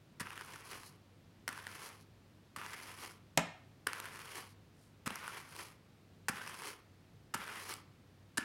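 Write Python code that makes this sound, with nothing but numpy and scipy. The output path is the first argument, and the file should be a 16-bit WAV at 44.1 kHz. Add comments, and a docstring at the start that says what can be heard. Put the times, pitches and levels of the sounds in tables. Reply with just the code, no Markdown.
"""Wool is combed between two wooden hand cards in a small room, over still air and a faint wavering hum.
Each of eight strokes lands with a crunch of clustered wire-tooth clicks and a soft thud of decaying sines.
It then rasps as random tooth slips ring the wood and wire, ticks where teeth snag, and hisses as the cards part.
Once, on the back swing after the third stroke, the card cracks against wooden furniture and rebounds.
Later, between the fourth and fifth strokes, loose wool and a sleeve brush faintly as filtered tiny slips."""
import sys
import numpy as np
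from scipy import signal
from scipy.fft import rfft, irfft
from scipy.io import wavfile

SR = 44100
rng = np.random.default_rng(int(sys.argv[2]) if len(sys.argv) > 2 else 0)


def persist_wave(psi):
    """Save psi, clipped to +-1, as 16-bit WAV."""
    counts = np.round(np.clip(psi, -1, 1) * 32767).astype(np.int16)
    wavfile.write(sys.argv[1], SR, np.atleast_2d(counts).T)


N = 372204
TIME = np.arange(N) / SR

# The card lands with a crunch, the teeth bite home once during or just after it, and its weight is a thud.
# Each row: start in seconds, crunch length in seconds, crunch level in dB, bite time in seconds,
# bite level in dB, wire against wood in dB, pitch of the spot struck in Hz, thud level in dB, thud pitch in Hz.
LANDINGS = [(0.198, .022, -43.5, 0.2055, -38, -4.5, 1800, -38, 194),
            (1.478, .005, -35, 1.4893, -37.5, -4.5, 1900, -45, 240),
            (2.5617, .014, -48, 2.562, -42.5, -6, 1050, -46, 203),
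            (3.8675, .008, -38.5, 3.8701, -26.5, -6, 1250, -53, 267),
            (5.0597, .018, -42, 5.0758, -34, -5.5, 1200, -32.5, 211),
            (6.2838, .014, -35.3, 6.2842, -31.5, -3.5, 1550, -34, 211),
            (7.3395, .014, -38.5, 7.344, -33.5, -5, 1400, -38, 217),
            (8.3725, .014, -36.5, 8.3795, -29.5, -3, 1650, -32, 260)]
# Colour of the wire teeth when struck. Each row: frequency in Hz, relative level in dB.
WIRE_STRUCK = [(2500, -31.5), (4000, -3), (4900, 0), (5700, -1), (6400, -4), (7600, -1.5), (9600, 1.5),
               (11000, -6.5), (13000, -7.5), (16000, -16)]


def effort():
    """The pull of the arm: gain of the rasp, gain of the hiss, and how far apart the cards are (0-1)."""
    # A stroke draws, slows as the wool binds, swells as the cards are pulled apart, and fades.
    # Each row: start in seconds, draw level in dB, slowest point in seconds after the start, its level in dB,
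    # peak of the pull in seconds after the start, its level in dB, fade length in seconds.
    stroke_plan = [(0.21, -54.3, .42, -60.5, .52, -51.5, .235), (1.49, -53.3, .155, -58, .375, -50.7, .16),
                   (2.575, -51.8, .39, -58.5, .458, -48.3, .15), (3.88, -52, .395, -57, .503, -47.7, .145),
                   (5.075, -50.3, .395, -64, .535, -48.3, .155), (6.295, -50.8, .305, -54, .385, -45, .125),
                   (7.35, -49.7, .315, -53, .372, -44, .105), (8.385, -52, .33, -56, .41, -47, .15)]
    sag_db_per_s, slowing_s, clear_db = 3, .08, -73  # the draw tires, takes this long to slow, ends here
    # the wire's hiss against the rasp of the backs grows as the teeth unmesh
    wire_meshed_db, wire_pulled_db, wire_clear_db = -9.3, -2.8, -5
    uneven_db, uneven_hz = .9, 22  # lumps in the wool vary the drag

    rasp, hiss, apart = np.zeros((3, N))
    for start, draw_db, slow, slow_db, pull, pull_db, fade in stroke_plan:
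        end = pull + fade
        on = (TIME >= start) & (TIME < start + end)
        t = TIME[on] - start
        draw = max(slow - slowing_s, 0)
        tired_db = draw_db - sag_db_per_s * draw
        db = np.interp(t, [0, draw, slow, pull, end], [draw_db, tired_db, slow_db, pull_db, clear_db])
        wire_db = np.interp(t, [0, pull, end], [wire_meshed_db, wire_pulled_db, wire_clear_db])
        rasp[on] = amp(db)
        hiss[on] = amp(db + wire_db)
        apart[on] = np.clip((t / end - .25) / 0.67, 0, 1)
    rasp *= amp(uneven_db * wander(rate_hz=uneven_hz))
    hiss *= amp(uneven_db * wander(rate_hz=uneven_hz))
    return rasp, hiss, apart


def strokes(rasp, hiss, apart, catch_share=0.32):
    """Thousands of teeth slip past each other; the backs ring more hollow as the cards part."""
    # Colour of the wooden backs with the teeth meshed. Each row: frequency in Hz, relative level in dB.
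    meshed_colour = [(120, -59.5), (200, -6), (232, -9), (264, -20.5), (318, -6), (469, -5.5), (580, -9),
                     (845, -6), (1020, 1), (1130, -3.5), (1540, -1), (2390, -4.5), (2750, -5.5),
                     (4000, -11.5), (5200, -48), (8800, -120)]
    # Colour of the wooden backs while parting. Each row: frequency in Hz, relative level in dB.
    parting_colour = [(120, -42), (200, -12.5), (334, -1), (424, 0), (675, -10.5), (736, -4), (814, -4),
                      (1070, -1), (1640, -7.5), (2220, -2.5), (2640, -7), (3270, -5.5), (3660, -12),
                      (4000, -17.5), (5200, -46), (8800, -120)]
    # Colour of the wire teeth, sliding. Each row: frequency in Hz, relative level in dB.
    wire_colour = [(2350, -35.5), (4000, -1), (5440, -2.5), (7700, -9), (10400, -3.5), (15100, -16.5),
                   (16000, -16)]
    # Last tufts of wool dragging through the wire tips. 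Each row: middle in seconds, hiss level in dB.
    tuft_times = [(0.868, -57.5), (2.01, -69), (3.12, -68), (4.505, -69)]
    tuft_half_s = .028

    grip = amp(1.67 * wander(rate_hz=82))  # rows of teeth bind and let go together
    # now and then a tooth holds on longer and lets go with a short chatter
    release = np.exp(-np.arange(SR // 200) / SR / 0.00053)
    chatter = rng.standard_normal(N) * through(slips(per_s=130, spread_db=2.0), release)
    catches = catch_share * unit(chatter)
    teeth = unit(grip * slips(per_s=3200, spread_db=2.5)) + catches
    fibres = unit(grip * slips(per_s=9000, spread_db=2.0)) + catches

    meshed = through(teeth, response(meshed_colour))
    meshed = roaming(meshed, hz=1540, width_hz=170, db=-1, swing=.3)
    parting = through(teeth, response(parting_colour))
    parting = roaming(parting, hz=1150, width_hz=230, db=-4, swing=.15)
    wire = through(fibres + .8 * teeth, response(wire_colour))
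    wire = roaming(wire, hz=9900, width_hz=780, db=-14, swing=0.11)

    tufts = sum(amp(db) * swell(s, tuft_half_s) for s, db in tuft_times)
    backs = (1 - apart) * meshed + apart * parting
    return rasp * backs + np.hypot(hiss, tufts) * wire


def snags(rasp, hiss, length=0.0012):
    """A caught tooth springs free with one sharp tick; the lesser ones follow the force of the stroke."""
    # The loudest teeth that catch and spring free.
    # Each row: time in seconds, wood level in dB, wire level in dB, pitch of the spot struck in Hz.
    loud_snags = [(0.270, -39, -56, 1300), (0.3052, -40, -52.3, 1590), (0.3772, -39, -49, 1900),
                  (0.4105, -41, -47.5, 1760), (0.5594, -44, -50, 1360), (0.8335, -47, -54, 1660),
                  (1.5282, -42, -48, 1850), (1.5768, -40, -51.5, 1580), (1.6684, -35, -44, 1780),
                  (2.6148, -38, -54, 1340), (2.663, -42, -45, 1580), (2.734, -41, -45, 1950),
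                  (3.9323, -33.5, -37.5, 1450), (4.0009, -40, -38.5, 1030), (4.0554, -40, -46, 2000),
                  (5.1056, -36, -45, 1160), (5.1573, -38, -38.5, 1280), (5.279, -33.5, -43, 1390),
                  (5.564, -43, -47, 1300), (6.4763, -38.5, -43, 1570), (6.6206, -39, -46, 1050),
                  (7.693, -40, -42, 2240), (7.7389, -45, -38.5, 2190)]
    # lesser snags come by chance during strokes, at levels over the rasp (wood) and the hiss (wire)
    per_s, over_rasp_db, over_hiss_db, spread_db = 14, 5, 6, 2
    spot_low_hz, spot_high_hz = 1000, 2500

    wire, out = response(WIRE_STRUCK), np.zeros(N)
    for s, wood_db, wire_db, hz in loud_snags:
        add(out, s, crunch(struck_back(hz), length, wood_db))
        add(out, s, crunch(wire, length, wire_db))
    for i in np.flatnonzero((rng.random(N) < per_s / SR) & (rasp > 0)):
        hz = rng.uniform(spot_low_hz, spot_high_hz)
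        db = spread_db * rng.standard_normal()
        add(out, i / SR, rasp[i] * crunch(struck_back(hz), length, over_rasp_db + db))
        add(out, i / SR, hiss[i] * crunch(wire, length, over_hiss_db + db))
    return out


def landings(bite_length=.0027):
    """The card comes down row by row in a quick crunch, and the teeth bite home during or just after it."""
    wire, out = response(WIRE_STRUCK), np.zeros(N)
    for s, length, crunch_db, bite, bite_db, wire_db, hz, _, _ in LANDINGS:
        for at, span, db in (s, length, crunch_db), (bite, bite_length, bite_db):
            add(out, at, crunch(struck_back(hz), span, db))
            add(out, at, crunch(wire, span, db + wire_db))
    return out


def thuds(t60=0.02, rise=0.0045, twist_ratio=2.41, twist_db=-12, lap_hz=130, lap_db=-12, lap_t60=0.057):
    """The lower card flexes and twists on its handle, and the hand holding it gives a little."""
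    lag_s = .0115  # the weight arrives after the first teeth
    t, out = np.arange(SR // 4) / SR, np.zeros(N)
    envelope = (1 - np.exp(-t / rise)) * decay(t, t60)
    envelope /= envelope.max()
    give = amp(lap_db) * np.sin(2 * np.pi * lap_hz * t) * decay(t, lap_t60)
    for s, *_, db, hz in LANDINGS:
        flex = np.sin(2 * np.pi * hz * t)
        twist = amp(twist_db) * np.sin(2 * np.pi * hz * twist_ratio * t)
        add(out, s + lag_s, amp(db) * ((flex + twist) * envelope + give))
    return out


def knock(modes_db=-3):
    """Wood on wood: a hard crack, a short dense clack and a few longer modes."""
    # The card striking furniture and rebounding. Each row: time in seconds, crack level in dB, ring level in dB.
    contacts = [(3.3739, -14, -42.5), (3.3751, 1, -23.5), (3.393, -18, -43)]
    # Colour of the furniture's crack. Each row: frequency in Hz, relative level in dB.
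    crack_colour = [(30, -36), (130, -8.5), (280, -3.5), (390, -9), (520, -1), (680, 0), (1000, -2),
                    (1500, -3), (2000, -4), (3000, -7.5), (4200, -10.5), (5500, -9.5), (7200, -7.5),
                    (10000, -15.5), (16000, -24)]
    # How the furniture's crowded modes die. Each row: frequency in Hz, t60 in seconds.
    clack_decay = [(150, .12), (700, .08), (1400, .09), (2500, .07), (4000, .04), (8000, .025),
                   (16000, .02)]
    # The furniture's clearest modes. Each row: frequency in Hz, relative level in dB, t60 in seconds.
    clear_modes = [(172, -13, .3), (228, -12, .14), (285, -8, .08), (570, -12, .08), (610, -10, .06),
                   (662, -6, .05), (770, -8, .05), (1040, -9, .05), (1265, -22, .25), (1350, -21, .18)]

    t, out = np.arange(SR // 2) / SR, np.zeros(N)
    crack = dispersed(response(crack_colour))
    modes = np.zeros(len(t))
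    for hz, db, t60 in clear_modes:
        modes += amp(db) * np.sin(2 * np.pi * hz * t) * decay(t, t60) * rng.choice([-1, 1])
    for s, crack_db, ring_db in contacts:
        clack = through(dying_noise(clack_decay, len(t)), crack)
        add(out, s, amp(crack_db) * crack)
        add(out, s, amp(ring_db) * (clack + amp(modes_db) * modes))
    return out


def rustle(middle=4.83, half_length=.07, level_db=-74):
    """Loose wool and a sleeve brush faintly in mid-swing, as a swell of tiny slips ringing the wire."""
    brush = unit(through(slips(per_s=2500, spread_db=2), response(WIRE_STRUCK)))
    return amp(level_db) * swell(middle, half_length) * brush


def room(x, early_db=-3, count=10):
    """A few reflections off nearby things, then a diffuse tail that dies soonest in the high treble."""
    # How the echo dies. Each row: frequency in Hz, t60 in seconds.
    echo_decay = [(150, .38), (500, .45), (1300, .52), (4000, .45), (7000, .32), (15000, .2)]
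    # What carpet and clothes leave of the echo. Each row: frequency in Hz, gain in dB.
    soak = [(200, -1), (1300, 0), (4000, -3), (15000, -9)]

    t = np.arange(SR * 3 // 5) / SR
    tail = dying_noise(echo_decay, len(t)) * np.clip(t / .012, 0, 1)
    tail /= np.linalg.norm(tail)
    taps = (rng.uniform(0.0033, .02, count) * SR).astype(int)
    tail[taps] += amp(early_db) * rng.choice([-1, 1], count) / np.sqrt(count)
    soaked = amp(read(soak, np.fft.rfftfreq(len(t), 1 / SR)))
    return through(x, irfft(rfft(tail) * soaked))


def background(air_db=-63):
    """Still room air as coloured noise, with the faint, wavering hum of a mains appliance."""
    # Colour of the air. Each row: frequency in Hz, relative level in dB per Hz.
    air_colour = [(20, -9.5), (40, -10.5), (58, -9.5), (78, -10), (120, -7), (160, -8.5), (250, -12),
                  (400, -17.5), (600, -21.5), (900, -25.5), (2000, -29), (4400, -33.5), (7000, -40),
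                  (16000, -46)]
    # The appliance's tones, before they waver. Each row: frequency in Hz, rms level in dB.
    hum_tones = [(98, -68), (151, -74)]

    colour = amp(read(air_colour, np.fft.rfftfreq(N, 1 / SR)))
    air = unit(irfft(rfft(rng.standard_normal(N)) * colour, N))
    hum = np.zeros(N)
    for hz, db in hum_tones:
        gain = amp(db + 2 * wander(rate_hz=4)) * np.sqrt(2)
        hum += gain * np.sin(2 * np.pi * hz * TIME + .7 * wander(rate_hz=4))
    return amp(air_db) * air + hum


def slips(per_s, spread_db):
    """A random train of tiny slips, a few much larger than the rest."""
    size = amp(spread_db * np.minimum(rng.exponential(1, N), 4))
    return size * rng.choice([-1., 1.], N) * (rng.random(N) < per_s / SR)


def crunch(ring, length, db):
    """A cluster of tooth clicks, about length seconds long, ringing a body."""
    length = max(length, 1 / 2000)
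    t = np.arange(SR // 30) / SR
    clicks = rng.standard_normal(len(t)) * np.exp(-(t / length) ** 4)
    sound = signal.fftconvolve(clicks, ring)
    return amp(db) * sound * np.sqrt(length * SR) / np.linalg.norm(sound)


def struck_back(hz, spot_db=2, width_hz=270):
    """The wooden back's ring, with the mode under the spot struck standing out."""
    # Colour of the wooden backs on landing. Each row: frequency in Hz, relative level in dB.
    landed_colour = [(100, -31.5), (300, -14), (520, -11), (700, -15.5), (900, -2.5), (1170, -2.5),
                     (1400, -4.5), (1720, -4), (2300, -10), (2700, -7), (3700, -18), (4400, -22),
                     (6000, -41)]
    ring = response(landed_colour)
    return ring + amp(spot_db) * resonate(ring, hz, width_hz)


def roaming(x, hz, width_hz, db, swing):
    """The contact roams over the card, favouring one mode after another."""
    moving_hz = hz * np.exp(swing * np.tanh(wander(rate_hz=9)))
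    return unit(x + amp(db) * resonate(x, moving_hz, width_hz))


def resonate(x, hz, width_hz):
    """A resonance at hz, fixed or moving: shift down to zero, smooth, shift back."""
    turn = np.exp(2j * np.pi * np.cumsum(hz * np.ones(len(x))) / SR)
    keep = np.exp(-np.pi * width_hz / SR)
    smooth = signal.lfilter([1 - keep], [1, -keep], x / turn + 1e-18)
    return 2 * (turn * smooth).real


def dying_noise(decays, size):
    """Crowded modes, rms 1 at first, each band dying at its own speed."""
    hz, t, z = signal.stft(rng.standard_normal(size), SR, nperseg=128)
    t60 = np.maximum(read(decays, hz), 1 / 100)[:, None]
    return signal.istft(z * decay(t, t60), SR, nperseg=128)[1][:size]


def dispersed(ring, spread=.0014):
    """Bending waves in wood: the treble arrives first, the bass up to spread seconds later."""
    size = 2 * len(ring)
    hz = np.fft.rfftfreq(size, 1 / SR)
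    delay = spread * (1 - 2 * hz / SR) ** 2
    phase = 2 * np.pi * np.cumsum(delay) * hz[1]
    return irfft(rfft(ring, size) * np.exp(-1j * phase))[:len(ring)]


def response(points, size=4096):
    """The causal (minimum-phase) impulse response of a body with this colour, energy 1."""
    db = np.maximum(read(points, abs(np.fft.fftfreq(size, 1 / SR))), -90)
    log_gain = np.log(amp(db))
    ring = np.fft.ifft(np.exp(np.conj(signal.hilbert(log_gain)))).real[:size // 2]
    return ring / np.linalg.norm(ring)


def through(x, ring):
    """Plays x through an impulse response."""
    return signal.oaconvolve(x, ring)[:len(x)]


def wander(rate_hz):
    """Slow chance of rms 1: noise that thins out above rate_hz."""
    hz = np.fft.rfftfreq(N, 1 / SR)
    return unit(irfft(rfft(rng.standard_normal(N)) / (1 + (hz / rate_hz) ** 4), N))


def swell(middle, half_length):
    """A smooth rise and fall of height 1."""
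    return np.exp(-((TIME - middle) / half_length) ** 2)


def decay(t, t60):
    """An exponential fade that has fallen 60 dB after t60 seconds."""
    return np.exp(-np.log(1000) * t / t60)


def amp(db):
    """Decibels to gain."""
    return 10 ** (np.asarray(db) / 20)


def unit(x):
    """Scales to rms 1."""
    return x / np.sqrt(np.mean(x ** 2) + 1e-20)


def read(points, hz):
    """Reads a table on a log-frequency axis."""
    f, value = np.transpose(points)
    return np.interp(np.log(hz + 1), np.log(np.abs(f) + 1), value)


def add(mix, s, sound):
    """Mixes a sound in at time s in seconds."""
    part = mix[max(round(s * SR), 0):][:len(sound)]
    part += sound[:len(part)]


def scene():
    """The cards are near; the knock is farther off and fills the room more."""
    rasp, hiss, apart = effort()
    combing = strokes(rasp, hiss, apart) + rustle() + snags(rasp, hiss)
    hits = landings() + thuds()
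    bump = knock()
    echo = room(amp(-13) * combing + amp(-11.5) * hits + amp(-9.5) * bump)
    return (combing + hits + bump + echo + background())[None]


def record(dry, low_cut_hz=60, edge_hz=16100):
    """A small microphone that loses the deep bass, then a steep band limit in the high treble."""
    thin = signal.sosfilt(signal.butter(2, low_cut_hz, "high", fs=SR, output="sos"), dry)
    low_pass = signal.firwin(511, edge_hz, window=("kaiser", 9), fs=SR)
    return signal.oaconvolve(thin, low_pass[None], "same")


dry = scene()
out = record(dry)
persist_wave(out)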